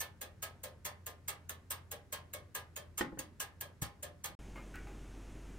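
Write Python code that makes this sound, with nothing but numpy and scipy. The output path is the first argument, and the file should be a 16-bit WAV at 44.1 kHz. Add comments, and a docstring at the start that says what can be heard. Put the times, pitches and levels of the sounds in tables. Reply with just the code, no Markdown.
"""The clockwork timer of a toaster oven ticks in a kitchen: two pallets land in turn on a swaying beat, each
blow exciting coloured noise and decaying modes of the sheet-metal case over a low hum and room noise. At about
3 s the door is pushed shut with a knock, low-passed by its contact, and soft bumps follow. After a short
silence the scene is the table: a deeper hum, shaped room noise and faint clinks of dishes, each clink a click,
a dull tap and one sine that dies away."""
import sys
import numpy as np
from scipy import signal
from scipy.fft import rfft, irfft, next_fast_len
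from scipy.io import wavfile

SR = 44100
rng = np.random.default_rng(int(sys.argv[2]) if len(sys.argv) > 2 else 0)


def put_to_file(sound):
    """Save the sound as 16-bit audio at rate SR, in the file named by the first command-line argument."""
    columns = np.atleast_2d(sound).T  # one column per channel
    safe = np.clip(columns, -1, 1)
    whole_steps = np.round(safe * 32767)
    wavfile.write(sys.argv[1], SR, whole_steps.astype(np.int16))


N = 246341
TIME = np.arange(N) / SR
AGE = TIME[:SR // 2]  # time since a blow, s
OVEN_END_S, TABLE_START_S = 4.352, 4.39
TREBLE_LAG_S = .000215  # delay of the ticks' noise treble on the right

# snap of the escapement: f/Hz, spectral level/dB per Hz
STEEL_COLOUR = [(500, -19), (1500, -3), (3200, -8), (5200, -10), (6300, 0.5), (8500, 1.5), (10500, -3.5),
                (12000, -11), (13500, 6), (15500, -4.5), (16500, -24)]
# left-right likeness of the steel snap: f/Hz, correlation
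STEEL_LIKENESS = [(1000, 0.2), (4000, 0.17), (9000, 0.84)]
# dense ring of the case: f/Hz, spectral level/dB per Hz
CASE_COLOUR = [(300, -21.5), (650, -7), (820, -4.5), (1100, -2.5), (1400, -8.5), (1750, -2), (2500, -6),
               (3300, -3), (5000, -8), (7500, -8.5), (11000, -2), (15000, -40.5), (16500, -41)]
# strongest panel modes of the case and air modes inside it: f/Hz, level/dB, t60/s
PANEL_MODES = [(812, -1.5, 0.34), (913, -20, 0.93), (1052, -1.5, 0.33), (1077, 1, 0.15), (1212, -2, 0.28),
               (1272, 0.5, 0.26), (1642, 4.5, 0.2), (1762, 3, 0.22), (2210, 0.5, 0.21), (3170, -4, 0.22),
               (3350, 0.5, 0.16)]
# dense ring of the oven cavity: f/Hz, spectral level/dB per Hz
CAVITY_COLOUR = [(150, -16), (330, -13), (480, -3.5), (600, 0.5), (720, -13), (1200, -24.5)]
# strongest modes of the oven cavity: f/Hz, level/dB, t60/s
CAVITY_MODES = [(399.3, -6.5, 0.44), (469, -7, 0.26), (523.4, -1.5, 0.34), (584.5, -2.5, 0.4),
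                (602, -3.5, 0.31), (713, -8.5, 0.41)]
# left minus right level of the ticks: f/Hz, level difference/dB
TICK_BALANCE = [(500, 1.1), (1700, -0.5), (2500, -1.5), (5500, -2.5), (7500, -0.4), (12000, 0)]
# a tooth slides off just before the beat and lands just after it
SLIDE_LEAD_S, SLIDE_DB, LANDING_S = .0026, -13, .0012


def escapement(same_share):
    """Impact excitation: a tooth slides off, lands and rebounds, driving the steel, the case and the cavity."""
    out, size = np.zeros((2, N)), len(AGE)
    # power shares of the case's ring that repeat, and that are new at each beat
    kept, fresh = np.sqrt(np.clip([same_share, 1 - same_share], 0, 1))
    cases = [noise(CASE_COLOUR, RING_LIKENESS, size, TREBLE_LAG_S) for _ in range(2)]
    steels = [
        resonant(noise(STEEL_COLOUR, STEEL_LIKENESS, size, TREBLE_LAG_S), depth_db=1.5, width_hz=100)
        for _ in range(2)
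    ]
    # a quick snap, then its echo in the room
    steel_fade = swell(0.00025) * (fade(t60=0.029) + from_db(-8.5) * fade(t60=0.13))

    for k, (s, snap_db, case_db, cavity_db, rebound_db, rebound_s) in enumerate(beats()):
        steel = resonant(steels[k % 2], depth_db=4.0, width_hz=210) * steel_fade
        steel = from_db(snap_db - 5.0) * steel
        # slide, landing and one rebound
        contacts = ((-SLIDE_LEAD_S, SLIDE_DB), (LANDING_S, 0), (rebound_s, min(rebound_db, -1)))
        for delay, db in contacts:
            contact = signal.fftconvolve(steel, chatter(spread_s=.003, grain_db=-9.5))
            add(out, s + delay, from_db(db) * contact)

        # the blow spreads into the sheet metal and the air inside, which build up slowly and ring longer
        dense = kept * cases[k % 2] + fresh * noise(CASE_COLOUR, RING_LIKENESS, size, TREBLE_LAG_S)
        dense = die_away(resonant(dense, depth_db=2.5, width_hz=60))
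        case = from_db(6.0) * dense + from_db(-8.5) * modes(PANEL_MODES, spread_db=3.5)
        hollow = die_away(noise(CAVITY_COLOUR, RING_LIKENESS, size))
        cavity = from_db(-2.5) * hollow + from_db(-4.0) * modes(CAVITY_MODES, spread_db=3.5)
        add(out, s, (from_db(case_db) * case + from_db(cavity_db) * cavity) * swell(0.0082))

    padded = next_fast_len(N)
    balance_db = at_hz(TICK_BALANCE, np.fft.rfftfreq(padded, 1 / SR))
    balance = from_db(balance_db * [[.5], [-.5]])  # half the difference to each channel
    return irfft(rfft(out, padded) * balance, padded)[:, :N]


# the two pallets, tick and tock: lateness/s, steel level/dB, case level/dB, cavity level/dB,
# rebound level relative to the landing/dB, rebound delay/s
PALLETS = [(-0.00028, -30.4, -43, -51.5, -3, .01), (-.001, -32.6, -48.7, -49.7, -11.5, .0095)]
# the balance beats evenly, gaining a little speed at every beat
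FIRST_BEAT_S, BEAT_S, BEAT_SHORTENS_S = .0008, .21306, .000094
# the escape wheel runs slightly out of true: it lags most on one beat of each turn
BEATS_PER_TURN, LATEST_BEAT, WHEEL_LAG_S = 8, 7, .0037
WHEEL_SNAP_DB, WHEEL_CAVITY_DB = 1.6, -2.1  # peak swing of level over one turn
# chance from beat to beat: log spread of the rebound delay, spread of the blow's strength
REBOUND_SCATTER, FORCE_SCATTER_DB = .25, .3


def beats():
    """Near-periodic motion modulated once per wheel turn; rows like PALLETS, with times for lateness."""
    rows = []
    for k in range(int(OVEN_END_S / BEAT_S) + 1):
        late_s, snap_db, case_db, cavity_db, rebound_db, rebound_s = PALLETS[k % 2]
        wheel = np.cos(2 * np.pi * (k - LATEST_BEAT) / BEATS_PER_TURN)
        even_s = FIRST_BEAT_S + k * (BEAT_S - BEAT_SHORTENS_S * k / 2)
        s = even_s + late_s + WHEEL_LAG_S * wheel
        force_db = FORCE_SCATTER_DB * rng.normal()
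        stretch = np.exp(REBOUND_SCATTER * rng.normal())
        rows.append((s, snap_db + force_db + WHEEL_SNAP_DB * wheel, case_db + force_db,
                     cavity_db + WHEEL_CAVITY_DB * wheel, rebound_db, rebound_s * stretch))
    return rows


def chatter(spread_s, grain_db):
    """Repeated impact: one firm contact and a few tiny ones after it, of unit energy together."""
    clicks = np.zeros(SR // 20)
    at = np.clip(rng.exponential(spread_s, size=6) * SR, 1, len(clicks) - 1).astype(int)
    clicks[at] = from_db(grain_db) * rng.standard_normal(size=6)
    clicks[0] = 1
    return clicks[None] / np.linalg.norm(clicks)


# blows on the door and frame, and a soft bump: t/s, level/dB, contact cut-off f/Hz, low thump level/dB
KNOCKS = [(3.009, -29.5, 9000, -46), (3.046, -41.5, 1980, -55), (3.122, -44.5, 700, -50),
          (3.173, -46, 1210, -51), (3.191, -42.5, 576, -64), (3.819, -46.5, 450, -38.5),
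          (4.296, -50, 250, -48.5)]
# modes of the door, damped by the frame and the hand: f/Hz, level/dB, t60/s
DOOR_MODES = [(179.6, -2.5, 0.12), (244, -4, 0.12), (325.6, 1.5, 0.074), (432, -0.5, 0.054),
              (527, -3.5, 0.13), (834.6, -10, 0.22), (1065, -15, 0.24), (1490, -0.5, 0.055),
              (1815, -2, 0.1), (2140, -17, .14), (3090, -6, 0.06)]
# dead knock of the door: f/Hz, spectral level/dB per Hz
KNOCK_COLOUR = [(80, -10.5), (170, -2), (290, 8.5), (450, -10.5), (680, -10), (900, -6), (1250, -8),
                (1520, -6), (1700, -13), (1880, -3.5), (2500, -15), (3200, -14), (6000, -22), (14000, -27)]
# low thump of each blow or bump: f/Hz, spectral level/dB per Hz
THUMP_COLOUR = [(25, -20), (70, 5), (140, 2), (260, -14), (600, -36), (3000, -70)]
# left-right likeness of the thump: f/Hz, correlation
THUMP_LIKENESS = [(40, .3), (90, 0.85), (160, 0.81)]


def door():
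    """Contact filtering: soft blows low-pass the knock, modes and room tail; a low thump is added."""
    out, size = np.zeros((2, N)), len(AGE)
    for s, db, contact_hz, thump_db in KNOCKS:
        knock = from_db(1.0) * noise(KNOCK_COLOUR, RING_LIKENESS, size) * fade(t60=0.063) * swell(0.00017)
        ring = from_db(-2.0) * modes(DOOR_MODES, spread_db=1.0) * swell(0.0019)
        tail = from_db(-9.5) * die_away(noise(KNOCK_COLOUR, RING_LIKENESS, size)) * swell(0.0063)
        contact = signal.butter(2, min(contact_hz, SR / 3), fs=SR, output="sos")
        add(out, s, from_db(db) * signal.sosfilt(contact, knock + ring + tail))
        thump = noise(THUMP_COLOUR, THUMP_LIKENESS, size) * fade(t60=0.21) * swell(0.0028)
        add(out, s, from_db(thump_db) * thump)
    return out


# dishes touching: t/s, tap level/dB, lowest strong f of the tap/Hz, ring f/Hz, ring level/dB, click level/dB
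CLINKS = [(4.557, -49, 540, 2130, -51.5, -65), (4.74, -50.5, 1470, 1482, -49.5, -59),
          (4.757, -54.5, 1470, 1610, -62, -45), (4.87, -55, 500, 823, -58, -72)]
# left-right likeness of mono sound: f/Hz, correlation
CENTRED = [(20, 1), (20000, 1)]


def dishes():
    """Damped free vibration: each touch of crockery is a tiny click, a dull tap and one ringing mode."""
    out, size = np.zeros((2, N)), len(AGE)
    click_colour = [(1000, 2), (2600, -5), (12000, -10)]
    for s, tap_db, low_hz, ring_hz, ring_db, click_db in CLINKS:
        click = from_db(click_db) * noise(click_colour, CENTRED, size) * fade(t60=0.01)
        tap_colour = [(low_hz / 2, -14), (low_hz, 0), (2700, -7), (3300, -22), (12000, -32)]
        tap = resonant(noise(tap_colour, CENTRED, size), depth_db=4.0, width_hz=47)
        tap = from_db(tap_db) * tap * fade(t60=0.3)
        ring = from_db(ring_db) * np.sin(2 * np.pi * ring_hz * AGE) * fade(t60=0.32)
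        add(out, s, click + (tap + ring) * swell(0.00062))
    return out


# room noise by the oven: f/Hz, spectral level/dB per Hz
KITCHEN_AIR = [(22, -29), (36, -15), (50, -2.5), (90, -0.5), (130, -1.5), (175, -6), (230, -10), (400, -16),
               (800, -28), (1600, -24.5), (3000, -34.5), (7000, -37.5), (11000, -41.5), (16000, -50)]
# left-right likeness of the room noise by the oven: f/Hz, correlation
AIR_LIKENESS = [(30, 0.61), (80, 0.72), (150, 0.88), (400, 0.82), (1000, 0.83), (2000, 0.21), (8000, 0.3)]


def kitchen_air():
    """Stationary noise: the room by the oven in stereo, with a low hum."""
    low_hum = hum(hz=86.2, waver_hz=1.73, flutter_db=2.5)
    return from_db(-61) * noise(KITCHEN_AIR, AIR_LIKENESS, N) + from_db(-61.0) * low_hum


# room noise at the table: f/Hz, spectral level/dB per Hz
TABLE_AIR = [(20, -0.5), (45, -16), (70, -4), (100, -1.5), (200, -6.5), (330, -6.5), (520, -16),
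             (1100, -22.5), (2800, -27), (4400, -35.5), (6600, -31.5), (10000, -38), (16000, -52)]


def table_air():
    """Stationary noise: the room at the table in mono, with a deeper hum."""
    deep_hum = hum(hz=46.9, waver_hz=0.63, flutter_db=1.2)
    return from_db(-52.5) * noise(TABLE_AIR, CENTRED, N) + from_db(-51.0) * deep_hum


def hum(hz, waver_hz, flutter_db):
    """Frequency and amplitude modulation: a low tone wanders in pitch and level."""
    knots = np.linspace(0, TIME[-1], num=45)
    pitch, level = (np.interp(TIME, knots, row) for row in rng.standard_normal((2, len(knots))))
    phase = 2 * np.pi * np.cumsum(hz + waver_hz * pitch) / SR
    return np.sqrt(2) * from_db(flutter_db * level) * np.sin(phase)


# left-right likeness of ringing bodies: f/Hz, correlation
RING_LIKENESS = [(150, 1), (330, 0.8), (600, 0.51), (1000, 0.41), (1700, 0.14), (3500, 0.13), (6000, 0.14),
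                 (10000, 1)]


def modes(table, spread_db):
    """Modal superposition: damped sines of new strength; less alike ones differ more in phase left to right."""
    out = 0
    for hz, db, t60 in table:
        alike = np.clip(at_hz(RING_LIKENESS, hz), 0, 1)
        skew = rng.normal() * np.arccos(alike) * np.array([[.5], [-.5]])
        strength = from_db(db + spread_db * rng.normal())
        out = out + strength * fade(t60) * np.sin(2 * np.pi * (hz * AGE + rng.random()) + skew)
    return out


# decay of case and kitchen together: f/Hz, t60/s
DECAY = [(150, 0.75), (550, 0.36), (1500, 0.31), (3500, 0.21), (7000, 0.16), (15000, 0.07)]


def die_away(x):
    """Frequency-dependent damping: every band of a dense ring dies at its own rate."""
    hz, bins = np.fft.rfftfreq(len(AGE), 1 / SR), rfft(x)
    knots, t60s = np.transpose(DECAY)
    # overlapping bands that sum to one
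    shares = [at_hz(np.c_[knots, row], hz) for row in np.eye(len(knots))]
    return sum(irfft(bins * share, len(AGE)) * fade(t60) for share, t60 in zip(shares, t60s))


def resonant(x, depth_db, width_hz):
    """Modal overlap: many close resonances of small parts raise random peaks in the spectrum."""
    hz = np.fft.rfftfreq(len(AGE), 1 / SR)
    peaks = rng.standard_normal(size=2000)
    curve_db = depth_db * np.interp(hz / width_hz, np.arange(len(peaks)), peaks)
    return rms_one(irfft(rfft(x) * from_db(curve_db), len(AGE)))


def noise(spectrum, likeness, size, lag=0):
    """Interchannel coherence: coloured stereo noise of rms 1; its treble comes lag seconds later on the right."""
    hz = np.fft.rfftfreq(size, 1 / SR)
    mid, side = rfft(rng.standard_normal((2, size))) * from_db(at_hz(spectrum, hz))
    alike = np.clip(at_hz(likeness, hz), -1, 1)
    left, right = np.sqrt(1 + alike) * mid + np.sqrt(1 - alike) * side * [[1], [-1]]
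    treble = hz ** 4 / (hz ** 4 + 1400 ** 4)  # the lag sets in around 1400 Hz
    return rms_one(irfft([left, right * np.exp(-2j * np.pi * hz * lag * treble)], size))


def fade(t60):
    """Exponential decay: 60 dB in t60 seconds."""
    return np.exp(-np.log(1000) * AGE / t60)


def swell(rise_s):
    """Energy build-up: exponential approach to full level as vibration spreads through a body."""
    return 1 - np.exp(-AGE / rise_s)


def from_db(db):
    """Logarithmic level: decibels to amplitude gain."""
    return 10 ** (np.asarray(db) / 20)


def rms_one(x):
    """Power normalisation: scale to unit rms."""
    return x / np.sqrt(np.mean(x ** 2) + 1e-20)


def at_hz(points, hz):
    """Logarithmic frequency: read a table by linear interpolation on a log axis."""
    knots, values = np.transpose(points)
    return np.interp(np.log(hz + 1), np.log(knots), values)


def add(out, s, sound):
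    """Linear superposition: mix a sound in at time s."""
    start = max(round(s * SR), 0)
    out[:, start:start + sound.shape[-1]] += sound[..., :N - start]


def scene():
    """Superposition of sources: first by the oven in stereo, then, after a short silence, at the table in mono."""
    by_oven = escapement(same_share=0.46) + door() + kitchen_air()
    at_table = dishes() + table_air()
    return by_oven * (TIME < OVEN_END_S) + at_table * (TIME > TABLE_START_S)


def record(dry):
    """Band limitation: a steep elliptic low-pass removes the top above 16 kHz."""
    low_pass = signal.ellip(10, .2, 80, 16000, fs=SR, output="sos")  # ripple dB, stopband dB, Hz
    return signal.sosfilt(low_pass, dry)


dry = scene()
out = record(dry)
put_to_file(out)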